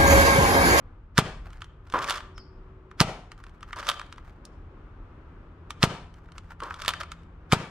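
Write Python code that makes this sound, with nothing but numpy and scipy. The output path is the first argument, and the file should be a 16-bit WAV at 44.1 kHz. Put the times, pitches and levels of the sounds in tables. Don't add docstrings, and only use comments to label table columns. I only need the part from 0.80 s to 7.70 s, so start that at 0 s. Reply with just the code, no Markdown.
import sys
import numpy as np
from scipy import signal
from scipy.fft import rfft, irfft, next_fast_len
from scipy.io import wavfile
from scipy.ndimage import uniform_filter1d

SR = 44100
rng = np.random.default_rng(int(sys.argv[2]) if len(sys.argv) > 2 else 0)


def materialize(psi):
    bounded = np.clip(np.atleast_2d(psi).T, -1, 1)
    quanta = np.round(bounded * 32767).astype(np.int16)
    wavfile.write(sys.argv[1], SR, quanta)


N = 304287
TIME = np.arange(N) / SR
BLOW = np.arange(4096) / SR

# start_s, crack_db, plunger_stop_db
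SHOT_EVENTS = [(0.3789, -9.5, -14), (2.203, -9, -14.5), (5.0293, -9, -18), (6.7229, -11.5, -17)]
# freq_hz, level_db
CRACK_SPECTRUM = [(100, -18.5), (700, -19.5), (1300, -1), (2000, 3.5), (3200, -1.5), (5000, -0.5),
                  (9000, -15), (12000, -20), (16000, -32)]
SLAM_SPECTRUM = [(100, -13.5), (280, -8.5), (400, 4.5), (500, -5.5), (850, 6), (1300, 3.5), (2000, -3.5),
                 (3500, -3), (6000, -10.5), (9000, -13), (12000, -20.5), (16000, -43.5)]
TICK_SPECTRUM = [(100, -17), (500, -22.5), (1200, 7), (2200, 1), (3500, 0), (6000, -5), (9000, -12.5),
                 (12000, -26.5), (16000, -31.5)]
LEAD_IN_S = .03
TRAVEL_S = .0093


def shots(trigger_db=-24, rush_db=-20, lead_in_db=-33):
    out = np.zeros((2, N))
    air = air_pulse()
    for s, crack_db, slam_db in SHOT_EVENTS:
        add(out, s - LEAD_IN_S, undb(lead_in_db) * lead_in(LEAD_IN_S, 0.0075))
        add(out, s - .005, undb(trigger_db) * knock(TICK_SPECTRUM, 0.0022, -15, .005, 0))
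        add(out, s, undb(crack_db) * knock(CRACK_SPECTRUM, 0.0011, -22, .007, -4.0))
        hiss = unit(colour(pair(len(BLOW), 11000), SLAM_SPECTRUM))
        add(out, s + 0.003, undb(rush_db) * swell(0.0065) * hiss)
        add(out, s, air)
        add(out, s + TRAVEL_S, undb(slam_db) * knock(SLAM_SPECTRUM, 0.00065, -14.5, 0.0099, -8))
    return out


def air_pulse(air_hz=142, air_db=-11.0):
    out = np.zeros((2, N))
    swing = swell(.0052) * np.sin(2 * np.pi * air_hz * BLOW)
    add(out, .0026, -undb(air_db) * swing)
    add(out, TRAVEL_S, -undb(-5) * swell(.00045))
    return out[:, :len(BLOW)]


# start_s, latch_s, seal_groan_db, rail_scrape_db, catch_db
SLIDE_PULLS = [(1.138, 1.2974, -22, -43.5, -17.5), (2.965, 3.0886, -39, -47, -17),
               (5.819, 6.0799, -33, -53.5, -15)]
# start_s, length_s, level_db
RASP_EVENTS = [(1.213, 0.014, -36), (1.338, 0.048, -43), (2.959, 0.047, -40.5), (5.988, 0.049, -43.5),
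               (6.196, 0.015, -36.5)]
# freq_hz, level_db
SEAL_SPECTRUM = [(80, -8.5), (200, -2.5), (380, -1.5), (700, -9.5), (1050, 6.5), (1500, -2), (1900, -11),
                 (3000, -20), (8000, -46.5)]
RAIL_SPECTRUM = [(150, -19.5), (450, -11), (600, 7), (800, -10), (1200, 7.5), (1600, 5.5), (2200, -1.5),
                 (3100, -3.5), (3480, 0), (3950, -6), (4500, -4), (5200, -5.5), (9000, -17.5),
                 (12000, -23.5), (16000, -38)]
GRAB_S, SEAL_FALL_DB_PER_S, SEAL_GLIDE_DB = 0.0025, 151.5, -20
STRAIN_DB, STRAIN_S = 15.5, 0.013
RETURN_S, RELEASE_S = 0.062, 0.026


def slide(rasp_attack_s=0.0014, rasp_release_s=0.0089, breakaway_db=1):
    seal = slips(520, 1.2, SEAL_SPECTRUM, 0.0011, -3.5, uneven=.25)
    rail = through_shell(slips(260, 2.6, RAIL_SPECTRUM, 0.0028, 11.0))
    groan, scrape = np.zeros((2, N))
    tocks = np.zeros((2, N))
    for start, latch, seal_db, rail_db, _ in SLIDE_PULLS:
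        add(tocks, start, undb(seal_db + breakaway_db) * knock(SEAL_SPECTRUM, 0.0018, -16, .008, -8.5))
        moving = gate(start, latch + RETURN_S, GRAB_S, RELEASE_S)
        loosening = undb(-SEAL_FALL_DB_PER_S * np.maximum(TIME - start, 0))
        groan += moving * undb(seal_db) * np.hypot(loosening, undb(SEAL_GLIDE_DB))
        strain = 1 + undb(STRAIN_DB) * np.exp(-np.abs(TIME - latch) / STRAIN_S)
        scrape += moving * undb(rail_db) * strain
    for start, length, db in RASP_EVENTS:
        scrape += undb(db) * gate(start, start + length, rasp_attack_s, rasp_release_s)
    return tocks + seal * groan + rail * scrape


# freq_hz, level_db
LATCH_SPECTRUM = [(100, -17), (400, -16), (650, -2.5), (1300, 5.5), (2200, -7), (3500, 4), (5000, -7.5),
                  (9000, -13), (12000, -16.5), (16000, -34)]
RAMP_LEAD_S, REBOUND_S, SETTLE_S = 0.02, .0092, .026


def latches(ramp_db=-13, rebound_db=-2.0, settle_db=-11):
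    out = np.zeros((2, N))
    for _, s, _, _, db in SLIDE_PULLS:
        add(out, s - RAMP_LEAD_S, undb(db + ramp_db) * knock(TICK_SPECTRUM, .002, -11.5, .007, -2.5))
        catch = knock(LATCH_SPECTRUM, 0.0021, -18.5, 0.0095, -8.5, build_s=0.00027)
        add(out, s, undb(db) * catch)
        add(out, s + REBOUND_S, undb(db + rebound_db) * knock(LATCH_SPECTRUM, 0.00097, -9, .008, -2.0))
        add(out, s + SETTLE_S, undb(db + settle_db) * knock(TICK_SPECTRUM, .0015, -13.5, 0.0078, 2.5))
    return out


# start_s, peak_db, treble_share_db
CLICK_EVENTS = [(0.731, -45, -8.5), (0.819, -32, -14), (0.8432, -42.5, -3), (1.0998, -43, -7),
                (1.1239, -34, -3), (1.189, -30.5, -2.5), (1.2426, -29.5, -5.5), (1.381, -31, -16),
                (1.405, -34.5, -11), (1.5794, -38, -9.5), (2.1135, -41, -21), (2.5175, -38, -13),
                (2.639, -39.5, -11.5), (2.6664, -44, -15.5), (2.8291, -35, -16), (2.908, -38.5, -26),
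                (2.9301, -28.5, -24.5), (3.028, -33, -23), (3.1954, -29.5, -12.5), (3.2147, -30, -16),
                (3.3255, -36, -7), (3.381, -37.5, -22), (3.6522, -42, 21), (4.9055, -27, -6),
                (5.4874, -48, -30), (5.581, -35.5, -8.5), (5.715, -48, -23.5), (5.803, -32.5, -13.5),
                (5.8348, -38, 10), (5.908, -27, -32.5), (5.9417, -35.5, -6.5), (6.0192, -30.5, 5),
                (6.0483, -29, -10), (6.1367, -25.5, -14), (6.214, -28.5, -23), (6.2331, -33, -15),
                (6.3178, -32.5, -8.5)]


def clicks(usual_db=-6, lead_in_db=-19, lead_in_s=0.0087):
    out = np.zeros((2, N))
    for s, db, treble_db in CLICK_EVENTS:
        blow = knock(TICK_SPECTRUM, 0.001428, -13.0, .007, -5.5, build_s=0.00025)
        blow = colour(blow, [(1600, usual_db - treble_db), (5000, 0.013)])
        add(out, s, undb(db) * peak(blow))
        add(out, s - lead_in_s, undb(db + lead_in_db) * lead_in(lead_in_s, 0.0062))
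    return out


# start_s, end_s, level_db
HAND_SHIFTS = [(0.62, 0.897, -65.5), (1.03, 1.451, -60), (2.504, 2.954, -65), (3.19, 3.616, -65),
               (5.297, 5.805, -62.5), (6.217, 6.473, -70)]
# freq_hz, level_db
SKIN_SPECTRUM = [(150, -10), (600, -1.5), (1400, 5), (3000, -12.5), (6000, -19.5), (12000, -30.5)]


def hands(tick_db=12, scatter_db=2.0, count=3):
    touch = np.zeros(N)
    for start, end, db in HAND_SHIFTS:
        touch += undb(db) * np.clip(np.minimum(TIME - start, end - TIME) / 0.051, 0, 1)
    pressure = undb(5.2 * wander(count=200))
    out = touch * pressure * slips(160, 3.2, SKIN_SPECTRUM, 0.0044, 16)
    for start, end, db in HAND_SHIFTS:
        for k in range(count):
            s = start + (end - start) * (k + rng.random()) / count
            level_db = db + tick_db + scatter_db * rng.standard_normal()
            add(out, s, undb(level_db) * knock(TICK_SPECTRUM, 0.0015, -25.5, .006, -1.5))
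    return out


# freq_hz, level_db
YARD_SPECTRUM = [(50, -22.5), (130, -3), (300, 0.5), (700, 8.5), (1300, 2.5), (2500, 4.5), (5000, 0),
                 (8000, 0), (12000, -6.5), (16000, -28.5)]


def yard(x, low_t60=0.47, high_t60=0.38, near_db=-16, far_db=-20.0, near_s=0.018, build_s=0.079):
    t = np.arange(SR) / SR
    noise = pair(SR, 2800)
    low = signal.sosfilt(signal.butter(1, 2500, fs=SR, output="sos"), noise)
    decay = low * undb(-60 * t / low_t60) + (noise - low) * undb(-60 * t / high_t60)
    far = decay * np.minimum(t / build_s, 1) ** 2
    near = pair(SR, 4000) * np.exp(-t / near_s) * (t > .009)
    both = undb(near_db) * unit(near) + undb(far_db) * unit(far)
    response = colour(both, YARD_SPECTRUM) / np.sqrt(SR)
    return signal.fftconvolve(x, response, axes=1)[:, :N]


def wall_echo(x, echo_db=-15, lag_s=0.036, again_db=-8, dull_hz=220):
    out = np.zeros((2, N))
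    bass = undb(echo_db) * signal.sosfilt(signal.butter(2, dull_hz, fs=SR, output="sos"), x)
    add(out, lag_s, bass)
    add(out, lag_s + .034, undb(again_db) * bass)
    return out


CHIRP_S, CHIRP_LENGTH_S, CHIRP_HZ, CHIRP_DROP_HZ, CHIRP_DB = 1.536, 0.095, 5540, 1400, -56.5


def bird(echo_db=16, waver=.03, flutter_db=4.5):
    age = np.clip((TIME - CHIRP_S) / CHIRP_LENGTH_S, 0, 1)
    hz = (CHIRP_HZ - CHIRP_DROP_HZ * age ** 1.7) * (1 + waver * age * wander(count=5000))
    loudness = undb(CHIRP_DB + flutter_db * wander(count=3000)) * np.sin(np.pi * age) ** 2
    note = loudness * np.sin(2 * np.pi * np.cumsum(hz) / SR)
    echo = yard(note[None], low_t60=.36, high_t60=0.43, near_db=-14, build_s=.05)
    return note + undb(echo_db) * echo


# freq_hz, level_db
TOWN_SPECTRUM = [(15, -29.5), (25, 0), (41, 5.5), (60, -3), (87, -1), (129, -12), (164, -13.5), (192, -22),
                 (372, -23), (414, -26.5), (498, -29), (703, -34), (1260, -30), (1820, -40.5), (2940, -48),
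                 (4370, -59.5), (14000, -82)]
# middle_s, half_length_s (to 1/e of the rise), rumble_rise_db, traffic_rise_db
TOWN_SWELLS = [(.6, 0.44, 6, -2.5), (1.75, 0.35, 2.5, 1), (4.2, 1, 2, 2)]
# start_s, end_s, pitch_hz, level_db
MACHINE_DRONES = [(.9, 2.4, 376, -59), (4.5, 6.9, 81, -53), (4.5, 8.1, 165, -59.5)]
RUMBLE_DB, TRAFFIC_DB = -48, -56.5


def town(rumble_waver_db=1.0, traffic_waver_db=1.18):
    rises_db = np.zeros((2, N))
    for s, half, *rise in TOWN_SWELLS:
        rises_db += np.outer(rise, np.exp(-((TIME - s) / half) ** 2))
    rumble_rise_db, traffic_rise_db = rises_db
    air = colour(pair(N, 1400), TOWN_SPECTRUM, size=8192)
    low = signal.sosfiltfilt(signal.butter(3, 170, fs=SR, output="sos"), air)
    rumble_walk, traffic_walk, pitch_walk = [wander(count=50) for _ in range(3)]
    out = unit(low) * undb(RUMBLE_DB + rumble_rise_db + rumble_waver_db * rumble_walk)
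    out += unit(air - low) * undb(TRAFFIC_DB + traffic_rise_db + traffic_waver_db * traffic_walk)
    for start, end, hz, db in MACHINE_DRONES:
        fade = np.clip(np.minimum(TIME - start, end - TIME) / .3, 0, 1)
        phase = 2 * np.pi * np.cumsum(hz * (1 + 0.0043 * pitch_walk)) / SR
        out += np.sqrt(2) * undb(db) * fade * np.sin(phase)
    return out


# pitch_hz, level_db, t60_s
SHELL_MODES = [(1004, -3, .035), (1193, 1, .04), (1324, 2.5, 0.036), (1535, 1.5, 0.016),
               (1765, -3.5, 0.018), (1947, -5.5, 0.024), (2254, -3.5, 0.027), (2420, -9, .03),
               (2850, -6.5, 0.032), (3100, -2, .025), (3440, -1, 0.013), (4222, -9.5, 0.015),
               (4600, -10.5, 0.013), (5600, -12, 0.025), (6720, -17, .02), (8670, -12.5, .03)]


def knock(spectrum, contact_s, rattle_db, rattle_s, ring_db, build_s=0.00035):
    burst = np.exp(-BLOW / contact_s) + undb(rattle_db) * np.exp(-BLOW / rattle_s)
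    crack = colour(pair(len(BLOW), 8300) * burst, spectrum)
    hz, db, t60 = np.transpose(SHELL_MODES)[:, :, None]
    detune, strength, side = rng.standard_normal((3, len(SHELL_MODES), 1))
    ringing = np.sin(2 * np.pi * hz * (1 + 0.005 * detune) * BLOW)
    modes = np.sign(side) * undb(db + 2 * strength - 60 * BLOW / t60) * ringing
    blow = peak(crack) + undb(ring_db) * peak(modes.sum(axis=0)[None])
    return peak(blow * (1 - np.exp(-BLOW / build_s)))


def through_shell(x, ring_db=-8):
    hz, db, t60 = np.transpose(SHELL_MODES)[:, :, None]
    modes = (undb(db - 60 * BLOW / t60) * np.cos(2 * np.pi * hz * BLOW)).sum(axis=0)
    ringing = signal.fftconvolve(x, modes[None], axes=1)[:, :N]
    return unit(x + undb(ring_db) * unit(ringing))


def slips(rate_hz, scatter_db, spectrum, grain_s, crunch_db, uneven=.45):
    chance = rng.standard_normal((int(8 * rate_hz), 2))
    gaps = np.exp(uneven * chance[:, 0]) * SR / rate_hz
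    where = np.cumsum(gaps).astype(int)
    jerks = np.bincount(where, undb(scatter_db * chance[:, 1]), N)[None, :N]
    crunch = signal.lfilter([1], [1, -np.exp(-1 / (grain_s * SR))], jerks)
    grains = unit(crunch * pair(N, 6000))
    return unit(colour(unit(jerks) + undb(crunch_db) * grains, spectrum))


def lead_in(length_s, rise_s):
    t = BLOW[BLOW < length_s]
    return peak(colour(pair(len(t), 9000) * np.exp((t - length_s) / rise_s), RAIL_SPECTRUM))


def swell(rise_s):
    return (BLOW / rise_s * np.exp(1 - BLOW / rise_s))[None] ** 2


def gate(start, end, attack_s, release_s):
    attack = 1 - np.exp(-np.maximum(TIME - start, 0) / attack_s)
    return attack * np.exp(-np.maximum(TIME - end, 0) / release_s)


def wander(count):
    return unit(signal.resample(rng.standard_normal(count), next_fast_len(N, real=True))[:N])


def pair(count, apart_hz):
    size = next_fast_len(count, real=True)
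    mid, side = rfft(rng.standard_normal((2, size)))
    hz = np.fft.rfftfreq(size, 1 / SR)
    angle = np.pi / 4 * hz / np.hypot(hz, apart_hz)
    spectra = mid * np.cos(angle) + side * np.sin(angle) * np.array([[1], [-1]])
    return irfft(spectra, size)[:, :count]


def colour(x, spectrum, size=2048):
    gain = undb(at(np.fft.rfftfreq(size, 1 / SR), *np.transpose(spectrum)))
    cep = irfft(np.log(gain))
    cep[1:size // 2] *= 2
    cep[size // 2 + 1:] = 0
    response = irfft(np.exp(rfft(cep)))
    return signal.fftconvolve(x, response[None], axes=1)[:, :x.shape[1]]


def at(hz, points, values):
    return np.interp(np.log(hz + 1), np.log(points), values)


def undb(db):
    return 10 ** (np.asarray(db) / 20)


def unit(x):
    return x / np.sqrt(np.mean(x ** 2))


def peak(x, size=44):
    return x / np.sqrt(uniform_filter1d(np.mean(x ** 2, axis=0), size).max())


def add(out, s, x):
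    i = int(s * SR)
    out[:, i:i + x.shape[1]] += x[:, :N - i]


# freq_hz, left_minus_right_db (blaster only), left_lead_rad
MICROPHONE_PAIR = [(100, 0, 0), (450, 0, -.06), (1200, .6, -.46), (3200, -.4, -.68), (7000, -4, -1.1),
                   (12000, -9, -1.2)]


def scene(wall_db=3.5, count=3):
    fire = shots()
    cocking = clicks() + latches() + slide() + hands()
    blaster = fire + cocking
    scattered = sum(yard(shots()) for _ in range(count)) / np.sqrt(count)
    around = scattered + undb(-2.5) * yard(cocking) + wall_echo(fire) + bird() + town()
    size = next_fast_len(N + SR // 10, real=True)
    hz = np.fft.rfftfreq(size, 1 / SR)
    points, pan_db, lead = np.transpose(MICROPHONE_PAIR)
    sides = np.array([[.5], [-.5]])
    both = rfft(blaster, size) * undb(sides * at(hz, points, pan_db))
    both += rfft(around, size) * undb(sides * wall_db * hz / (hz + 300))
    return irfft(both * np.exp(1j * sides * at(hz, points, lead)), size)[:, :N]


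TOP_HZ = 15500


def record(dry):
    steady = signal.sosfilt(signal.butter(1, 20, "high", fs=SR, output="sos"), dry)
    rounded = steady / (1 + steady ** 6) ** (1 / 6)
    return signal.sosfilt(signal.ellip(8, .2, 70, TOP_HZ, fs=SR, output="sos"), rounded)


dry = scene()
out = record(dry)
materialize(out)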